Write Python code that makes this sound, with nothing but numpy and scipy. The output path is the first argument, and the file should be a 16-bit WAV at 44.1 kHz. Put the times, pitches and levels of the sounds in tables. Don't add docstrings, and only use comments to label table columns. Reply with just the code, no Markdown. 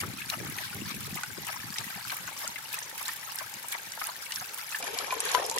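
import sys
import numpy as np
from scipy import signal
from scipy.fft import rfft, irfft
from scipy.io import wavfile
from scipy.ndimage import uniform_filter1d

SR = 44100
rng = np.random.default_rng(int(sys.argv[2]) if len(sys.argv) > 2 else 0)


def inscribe(sig):
    pcm = np.round(np.clip(np.atleast_2d(sig).T, -1, 1) * 32767)
    wavfile.write(sys.argv[1], SR, pcm.astype(np.int16))


N = 246519

# f/Hz, left over right/dB
WATER_SIDE = [(150, -5), (700, -0.5), (1300, 6), (2300, 7.5), (4400, -1.5), (8000, 5.5)]
POUR_START_S = 4.795
PORT_LAG_S = 0.00022
EDGE_HZ = 16100


def gain_of(db):
    return 10 ** (np.asarray(db) / 20)


def evened(x):
    return x / np.sqrt(np.mean(x ** 2) + 1e-20)


def spectrum_at(points, hz):
    f, value = np.transpose(points)
    return np.interp(np.log(hz + 1), np.log(f + 1), value)


def fader(points):
    times, db = np.transpose(points)
    return gain_of(np.interp(np.arange(N) / SR, times, db))


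def panned(side_db):
    return gain_of(np.array([[.5], [-.5]]) * side_db)


def add(mix, s, sound):
    part = mix[:, max(round(s * SR), 0):][:, :sound.shape[1]]
    part += sound[:, :part.shape[1]]


def coloured(x, colour, side_db=0, smooth_bins=801):
    spectrum = rfft(x * signal.windows.tukey(N, .002))
    hz = np.fft.rfftfreq(N, 1 / SR)
    power = uniform_filter1d((abs(spectrum) ** 2).mean(0), smooth_bins)
    flat = spectrum / np.sqrt(abs(power) + 1e-9)
    side = spectrum_at(side_db, hz) if np.ndim(side_db) else side_db
    return evened(irfft(flat * gain_of(spectrum_at(colour, hz)) * panned(side), N))


def steadied(x, size=2801):
    power = uniform_filter1d(uniform_filter1d((x ** 2).mean(0), size), size // 2)
    return x / np.sqrt(abs(power) + 1e-9)


def scattered(x, wet_db, t60):
    t = np.arange(SR // 5) / SR
    taps = rng.standard_normal((2, len(t))) * (rng.random((2, len(t))) < .2)
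    taps *= gain_of(-60 * t / t60) * (t > .0007)
    taps /= np.linalg.norm(taps, axis=1, keepdims=True)
    return x + gain_of(wet_db) * signal.oaconvolve(x, taps, axes=1)[:, :N]


def both_ports(size, apart_db):
    shared, left, right = rng.standard_normal((3, size))
    return shared + gain_of(apart_db) * np.array([left, right])


def bubble(t, hz, t60, rise, swell):
    t = np.maximum(t, 0)
    envelope = (1 - np.exp(-(t * hz / swell) ** 2)) * gain_of(-60 * t / t60)
    return envelope * np.sin(2 * np.pi * hz * t * (1 + .5 * rise * t / t60))


def swarm(per_s, low_hz, high_hz, cycles, swell, spread_db, rise, width_s, size):
    when, pitch, weight, ring, way, side = rng.random((int(per_s * N / SR), 6)).T[:, :, None]
    hz = low_hz * (high_hz / low_hz) ** pitch
    height = gain_of(spread_db * np.minimum(-np.log(1 - weight), 4))
    t60 = np.minimum(cycles * (.5 + ring) / hz, size / SR)
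    t = np.arange(size) / SR
    at = (when * N).astype(int) + np.arange(size)
    out = []
    for port in (1, -1):
        lag = width_s * (.5 + port * (way - .5))
        rings = height * gain_of(port * 13.5 * (side - .5)) * bubble(t - lag, hz, t60, rise, swell)
        out.append(np.bincount(at.ravel(), rings.ravel(), N)[:N])
    return np.array(out)


def splats(per_s, spread_db, length_s):
    hits = rng.random(N) < per_s / SR
    strikes = hits * gain_of(spread_db * np.minimum(rng.exponential(1, N), 4))
    age = np.arange(1500) / SR / length_s
    envelope = signal.oaconvolve(strikes, age ** 2 * np.exp(-age))[:N]
    return evened(envelope * rng.standard_normal((2, N)))


def slap(t, low_hz, high_hz, length_s):
    age = np.maximum(t, 0) / length_s
    shape = age * np.exp(-age)
    band = signal.butter(4, [low_hz, min(high_hz, EDGE_HZ)], "band", fs=SR, output="sos")
    burst = signal.sosfilt(band, shape * both_ports(len(t), apart_db=-1.5))
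    return evened(burst) * np.sqrt(np.mean(shape ** 2))


def pouring(onset_s):
    return np.clip((np.arange(N) / SR - POUR_START_S) / onset_s, 0, 1)


def spill(layer, steady_db, pour_db, lead_s=0):
    # crest t/s, bubbling level/dB, spray level/dB, rise and fall time/s
    surges = [(0.004, -29.5, -27.5, 0.017), (0.22, -41.5, -52, 0.03), (0.333, -35, -43, 0.033),
              (0.473, -42, -53, 0.073), (0.618, -40.5, -47.5, 0.085), (0.782, -43, -57, 0.056),
              (0.907, -37, -45.5, 0.027), (1.06, -45, -46.5, 0.061), (1.179, -36.5, -45, 0.029),
              (1.533, -39.5, -47, 0.1), (1.805, -51, -47, 0.12), (1.945, -42, -51, 0.13),
              (2.128, -39, -44, 0.062), (2.291, -36, -42, 0.0066), (2.441, -43, -44, 0.07),
              (2.763, -42, -45, 0.062), (3.018, -52, -43, 0.016), (3.102, -44.5, -43.5, 0.076),
              (3.32, -43, -52.5, 0.086), (3.41, -38.5, -48, 0.027), (3.743, -34, -40.5, 0.022),
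              (4.066, -44.5, -42.5, 0.057), (4.25, -44, -47.5, 0.035), (4.404, -48, -45, 0.08),
              (4.613, -43, -46, 0.045), (4.763, -44, -43.5, 0.065), (4.88, -36.5, -44.5, 0.03),
              (5.015, -36, -47, 0.072), (5.152, -38, -48, 0.032), (5.305, -32.5, -41.5, 0.1),
              (5.379, -35, -37.5, 0.029), (5.58, -44.5, -48, 0.043)]
    t = np.arange(N) / SR + lead_s
    power = gain_of(steady_db) ** 2 + (gain_of(pour_db) * pouring(0.03)) ** 2
    for crest, bubbling_db, spray_db, length in surges:
        db = {"bubbling": bubbling_db, "spray": spray_db}[layer]
        age = (t - crest) / length
        near = abs(age) < 6
        shape = np.where(age[near] < 0, np.exp(-age[near] ** 2), np.exp(-age[near]))
        power[near] += (gain_of(db) * shape) ** 2
    return np.sqrt(power)


def wash():
    # f/Hz, level/dB
    colour = [(20, -30), (150, -10), (450, -16), (670, -13), (900, -4), (1800, 1), (3200, -2.5), (5500, -7),
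              (8400, -12), (11300, -8), (14000, -20), (16500, -42)]
    return gain_of(-48) * coloured(rng.standard_normal((2, N)), colour, WATER_SIDE)


def trickle():
    # t/s, level/dB
    flow = [(0, -67), (1.8, -61.5), (2.4, -55), (3.3, -57), (4.2, -57.5), (5.59, -54)]
    # f/Hz, level/dB
    hollow = [(100, -50), (300, -15), (520, -10), (750, -9), (900, 0.5), (1050, -24), (1500, -18),
              (3000, -90)]
    bubbles = swarm(per_s=450, low_hz=456, high_hz=1350, cycles=16.5, swell=0.97,
                    spread_db=3.0, rise=0, width_s=0.0001, size=1400)
    return fader(flow) * coloured(bubbles, hollow, side_db=2.5, smooth_bins=401)


def bubbling():
    # f/Hz, level/dB
    colour = [(200, -45), (480, -18), (620, -13), (860, -1), (1050, -2.5), (1300, -1), (1600, 1),
              (2400, -0.5), (3100, -7), (4200, -15), (6000, -28), (9000, -90)]
    bubbles = swarm(per_s=500, low_hz=750, high_hz=3000, cycles=40, swell=1.5,
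                    spread_db=3.9, rise=0.066, width_s=0.00033, size=1200)
    landing = evened(bubbles) + gain_of(-5) * splats(per_s=200, spread_db=2.6, length_s=0.0016)
    landing = scattered(landing, wet_db=-7, t60=.05)
    froth = gain_of(6) * pouring(0.042) * rng.standard_normal((2, N))
    flow = spill("bubbling", steady_db=-47, pour_db=-65)
    return gain_of(-1) * flow * steadied(coloured(landing + froth, colour, WATER_SIDE))


def spray():
    # f/Hz, level/dB
    early_colour = [(1800, -35), (3000, -5), (3600, -1), (5500, -.5), (7000, -2), (9000, -4), (11000, -1.5),
                    (13700, -2), (15600, -8), (16500, -30)]
    # f/Hz, level/dB
    late_colour = [(1500, -50), (2600, -2), (4000, -2.5), (5400, .5), (7200, -1.5), (8800, -14),
                   (10300, -4), (11200, 1.5), (12300, -5), (13500, -26), (16000, -45)]
    pings = swarm(per_s=1200, low_hz=4000, high_hz=15500, cycles=34, swell=2.5,
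                  spread_db=3.8, rise=.04, width_s=.0005, size=450)
    ticks = splats(per_s=240, spread_db=4.6, length_s=0.0014)
    fizz = rng.standard_normal((2, N))
    droplets = evened(pings) + gain_of(-1) * ticks + gain_of(-6) * fizz
    droplets = steadied(scattered(droplets, wet_db=-6, t60=.03))
    early = coloured(droplets, early_colour, side_db=0.2)
    late = coloured(droplets, late_colour, side_db=-1.5)
    blend = pouring(0.025)
    flow = spill("spray", steady_db=-50, pour_db=-49.5, lead_s=0.017)
    return gain_of(5) * flow * ((1 - blend) * early + blend * late)


def sheets(attack_s=0.0091, release_s=0.018):
    # start t/s, length/s, level/dB
    spells = [(0.023, 0.079, -39.5), (0.364, 0.15, -40.5), (0.524, 0.03, -45.5), (0.735, 0.15, -41),
              (0.912, 0.26, -42.5), (1.273, 0.048, -46), (1.362, 0.064, -42), (1.582, 0.024, -48),
              (1.631, 0.079, -44), (1.788, 0.037, -44.5), (1.956, 0.016, -43.5), (2.056, 0.034, -47),
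              (2.19, 0.096, -51), (2.477, 0.021, -50), (3.418, 0.04, -55), (3.539, 0.022, -51),
              (3.863, 0.024, -51), (4.365, 0.051, -52.5)]
    # t/s, level/dB
    patter = [(0.0, -45), (0.22, -49.5), (0.45, -50.5), (0.75, -50.5), (1.1, -55), (1.24, -56.5),
              (1.4, -53.5), (2.01, -59.5), (4.66, -66), (5.59, -60)]
    t = np.arange(N) / SR
    power = (gain_of(1.5) * fader(patter)) ** 2
    for start, length, db in spells:
        attack = np.clip((t - start) / attack_s, 0, 1)
        release = np.exp(-np.clip((t - start - length) / release_s, 0, 20))
        power += (gain_of(db) * attack * release) ** 2
    return np.sqrt(power)


def drumming(split_hz=400, full_db=-40):
    # f/Hz, level/dB
    colour = [(15, -50), (30, -32), (55, -18), (80, -4.5), (120, 2), (180, 0), (260, -5), (380, -8.5),
              (530, -13.5), (700, -18), (1500, -100)]
    # t/s, level/dB, starting f/Hz
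    blobs = [(0.032, -29.5, 385), (0.136, -26.5, 253), (0.426, -30, 368), (0.491, -28, 248),
             (0.818, -22.5, 270), (0.964, -25, 183), (1.126, -22, 198), (1.866, -29, 222)]
    thuds = swarm(per_s=220, low_hz=63.9, high_hz=463, cycles=5.34, swell=0.7,
                  spread_db=3.5, rise=0, width_s=0.0004, size=2400)
    thuds = coloured(thuds, colour, side_db=2.5, smooth_bins=301)
    churn = coloured(both_ports(N, apart_db=5), colour, side_db=-1, smooth_bins=301)
    drum = steadied(thuds + gain_of(-3.5) * churn, size=2401)
    dull = signal.sosfiltfilt(signal.butter(3, split_hz, fs=SR, output="sos"), drum)
    strength = sheets()
    brightness = np.clip((strength / gain_of(full_db)) ** 2, 0.25, 1.3)
    out = gain_of(-2) * strength * (dull + brightness * (drum - dull))
    t = np.arange(SR // 20) / SR
    for s, db, hz in blobs:
        add(out, s, gain_of(db) * panned(2) * bubble(t, hz, t60=0.032, rise=-0.47, swell=0.6))
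    return out


def gulps(count=32, fall_ratio=1.8, scatter_oct=1.2, cycles=6, closing_lead_s=0.014):
    # end t/s, level/dB, lowest bubble f/Hz, length/s, left over right/dB
    lumps = [(0.037, -42, 960, 0.032, 2), (0.343, -35.5, 696, 0.027, -2), (0.616, -42, 750, 0.022, 1),
             (0.914, -43, 885, 0.037, 11), (1.194, -37.5, 915, 0.03, 4), (1.503, -35, 730, 0.022, 8),
             (1.82, -41.5, 820, 0.032, 7), (2.134, -37, 780, 0.031, 2), (2.295, -43, 1130, 0.012, 1),
             (2.45, -38.5, 716, 0.03, 5), (2.781, -41, 845, 0.038, 2), (3.02, -39, 864, 0.037, -1),
             (3.096, -39.5, 1020, 0.023, 9), (3.423, -37, 726, 0.021, 4), (3.761, -38.5, 786, 0.038, 3),
             (4.022, -30.5, 770, 0.0078, 5), (4.099, -37, 785, 0.037, 1), (4.428, -37, 830, 0.021, 2.5),
             (4.771, -54, 1040, 0.023, -1), (5.356, -36, 694, 0.015, -7)]
    out, t = np.zeros((2, N)), np.arange(SR // 12) / SR
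    for end, db, hz, length, side_db in lumps:
        when, scatter, weight, way = rng.random((count, 4)).T[:, :, None]
        depth = (np.arange(count)[:, None] + when) / count
        pitch = hz * fall_ratio ** (1 - depth) * 2 ** (scatter_oct * scatter)
        ports = []
        for lag in (0, 2 * PORT_LAG_S * way):
            rings = bubble(t - depth * length - lag, pitch, t60=cycles / pitch, rise=0, swell=1)
            ports.append(((.5 + weight) * rings).sum(0))
        cluster = evened(np.array(ports)) * np.sqrt(length / t[-1])
        closing = slap(t - length + closing_lead_s, hz * 0.81, hz * 1.34, length_s=0.0043)
        add(out, end - length, gain_of(db) * panned(side_db) * (cluster + gain_of(10.5) * closing))
    return gain_of(-5.5) * scattered(out, wet_db=-2.5, t60=0.0089)


def plops():
    # t/s, level/dB, f/Hz, left over right/dB, ring t60/s
    large_bubbles = [(0.034, -22.5, 1284, 10, 0.033), (0.184, -29.5, 2470, -4, 0.036),
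                     (0.218, -26.5, 2580, -5, 0.033), (0.336, -26.5, 1270, 12, 0.038),
                     (0.583, -21.5, 2410, 4, 0.013), (0.727, -30.5, 1410, 3, 0.058),
                     (0.903, -31, 824, 3, 0.014), (1.233, -21.5, 1467, -1, 0.053),
                     (1.758, -26, 1910, -1, 0.034), (2.097, -24.5, 2270, 9, 0.022),
                     (2.276, -26, 1490, 12.5, 0.029), (2.467, -29, 1350, 5, 0.053),
                     (2.558, -25.5, 2070, 8, 0.048), (2.579, -34, 1690, -8, 0.057),
                     (2.74, -24.5, 2560, 5, 0.029), (2.782, -28.5, 1870, -1, 0.047),
                     (2.829, -26.5, 5780, -5, 0.024), (3.089, -20.5, 1850, -4, 0.034),
                     (3.643, -29, 940, 3, 0.055), (3.974, -29, 900, 1, 0.067), (4.013, -21, 1240, 0, 0.04),
                     (4.034, -32, 1313, 8, 0.11), (4.307, -27, 1860, -1, 0.035),
                     (4.321, -22.5, 2830, 7, 0.029), (4.368, -29, 1760, 0, 0.043),
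                     (4.59, -31.5, 2000, 6, 0.039), (4.723, -26, 2590, 10, 0.027),
                     (4.745, -18, 1730, 1, 0.057), (4.826, -24.5, 2350, -3, 0.043),
                     (5.106, -20.5, 2370, -1, 0.047), (5.122, -13.5, 1012, 4, 0.051),
                     (5.346, -10, 988, 5, 0.074), (5.378, -19.5, 695, 4, 0.049),
                     (5.388, -24, 1780, -3, 0.043), (5.395, -19, 530, 3, 0.056),
                     (5.424, -22, 807, 3, 0.049), (5.441, -22, 518, 2, 0.063), (5.45, -24, 5200, -3, 0.031),
                     (5.512, -24.5, 908, -2, 0.14), (5.565, -22, 522, 0.5, 0.035),
                     (5.576, -24, 1880, 2, 0.034)]
    out, t = np.zeros((2, N)), np.arange(SR // 8) / SR
    for s, db, hz, side_db, t60 in large_bubbles:
        way, climb = rng.random(2)
        lag = np.array([[0], [1]]) * .2 * way / hz
        ring = bubble(t - lag, hz, t60, rise=0.22 * climb, swell=1.7)
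        birth = slap(t, hz * .55, hz * 1.8, length_s=.0025)
        add(out, s, gain_of(db) * panned(side_db) * (ring + gain_of(-2) * birth))
    return gain_of(-4) * scattered(out, wet_db=-8, t60=.07)


def swishes():
    # start t/s, length/s, level/dB
    landings = [(0.298, 0.0099, -33.5), (0.605, 0.085, -41.5), (0.853, 0.097, -43.5), (1.774, 0.042, -43),
                (2.73, 0.047, -43), (4.316, 0.03, -48)]
    # f/Hz, level/dB
    colour = [(700, -41), (1500, -16), (2400, -4), (4000, 2), (5500, -6), (8000, -21.5), (16000, -28)]
    t, strength = np.arange(N) / SR, np.zeros(N)
    for start, length, db in landings:
        progress = np.clip((t - start) / length, 0, 1)
        strength += gain_of(db) * np.sqrt(4 * progress * (1 - progress))
    return strength * coloured(splats(per_s=1200, spread_db=1.5, length_s=0.0011), colour, side_db=1)


def drops(late_band_limit_hz=12300):
    # t/s, level/dB, f/Hz, left over right/dB
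    smacks = [(0.299, -10.5, 4000, 3), (0.498, -19, 10400, -1), (0.745, -20, 13100, -3),
              (0.946, -22.5, 7700, -4), (1.143, -20, 6860, 1.5), (1.233, -17, 4240, -6),
              (1.468, -17.5, 8600, 2), (1.783, -11, 3770, 4), (2.102, -15.5, 4140, 0),
              (2.143, -19, 14800, -1), (2.167, -15.5, 11700, -1), (2.476, -12.5, 6200, -2),
              (2.742, -14, 11700, 0), (2.788, -15, 6000, -1), (2.978, -17.5, 9340, -3),
              (3.027, -18.5, 9600, -1), (3.061, -22, 5900, 2), (3.08, -15, 7370, -2),
              (3.133, -18.5, 12500, -1), (3.319, -20, 13100, -3), (3.357, -17, 11300, -6),
              (3.386, -12.5, 5380, -1), (3.539, -19.5, 7200, 0), (3.684, -15.5, 10900, -2),
              (3.718, -24, 5400, -1), (3.919, -17.5, 5870, -1), (4.069, -15.5, 10860, -4),
              (4.32, -15.5, 5900, 9), (4.358, -12.5, 5500, -1), (4.543, -16.5, 12430, -2),
              (4.786, -17, 10800, 1), (4.825, -17.5, 4980, 2), (4.987, -8.5, 4770, 2),
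              (5.203, -7, 8760, -1), (5.252, -12.5, 10200, 1), (5.315, -12, 6700, -3),
              (5.348, -6.5, 2940, 6), (5.463, -14.5, 10100, 0), (5.497, -10, 6030, -5),
              (5.512, -13.5, 7100, 1), (5.561, -14, 11200, 0), (5.583, -8.5, 5130, 0.5)]
    out, t = np.zeros((2, N)), np.arange(SR // 40) / SR
    age = t / 0.0007
    shape = age ** 2 * np.exp(-age)
    for s, db, hz, side_db in smacks:
        top_hz = late_band_limit_hz if s > POUR_START_S else EDGE_HZ
        band = np.vstack([signal.butter(4, hz * 0.62, "high", fs=SR, output="sos"),
                          signal.butter(2, min(hz * 1.55, EDGE_HZ), fs=SR, output="sos"),
                          signal.butter(10, top_hz, fs=SR, output="sos")])
        crack = signal.sosfilt(band, shape * both_ports(len(t), apart_db=-2))
        crack *= np.linalg.norm(shape) / np.linalg.norm(crack)
        ping = bubble(t, hz, t60=0.014, rise=0.1, swell=3.3)
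        left, right = gain_of(db - 6) * crack + gain_of(db - 12) * ping
        lag = round(rng.uniform(0, 2 * PORT_LAG_S) * SR)
        add(out, s, panned(side_db) * np.array([left, np.roll(right, lag)]))
    return scattered(out, wet_db=-8, t60=.035)


def pour():
    # t/s, level/dB
    flow = [(4.81, -47), (5.322, -46), (5.34, -40.5), (5.456, -42.5), (5.548, -51), (5.566, -38),
            (5.58, -42)]
    # f/Hz, level/dB
    hollow = [(15, -45), (50, -14), (200, -10.5), (340, -4.5), (465, 7), (590, 0.5), (800, 2.5), (1100, 3),
              (1700, -27), (3500, -90)]
    bubbles = swarm(per_s=520, low_hz=273, high_hz=1410, cycles=26, swell=0.8,
                    spread_db=3.2, rise=0.08, width_s=0.00051, size=2400)
    gurgle = coloured(scattered(bubbles, wet_db=-6.5, t60=0.19), hollow, side_db=4.5, smooth_bins=401)
    return gain_of(5) * fader(flow) * pouring(0.0097) * steadied(gurgle)


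def scene():
    overflow = bubbling() + gulps() + spray() + swishes() + drumming()
    return overflow + trickle() + pour() + plops() + drops() + wash()


def record(dry):
    lowpass = signal.firwin(401, EDGE_HZ, window=("kaiser", 9), fs=SR)
    return signal.oaconvolve(dry, lowpass[None], "same")


dry = scene()
out = record(dry)
inscribe(out)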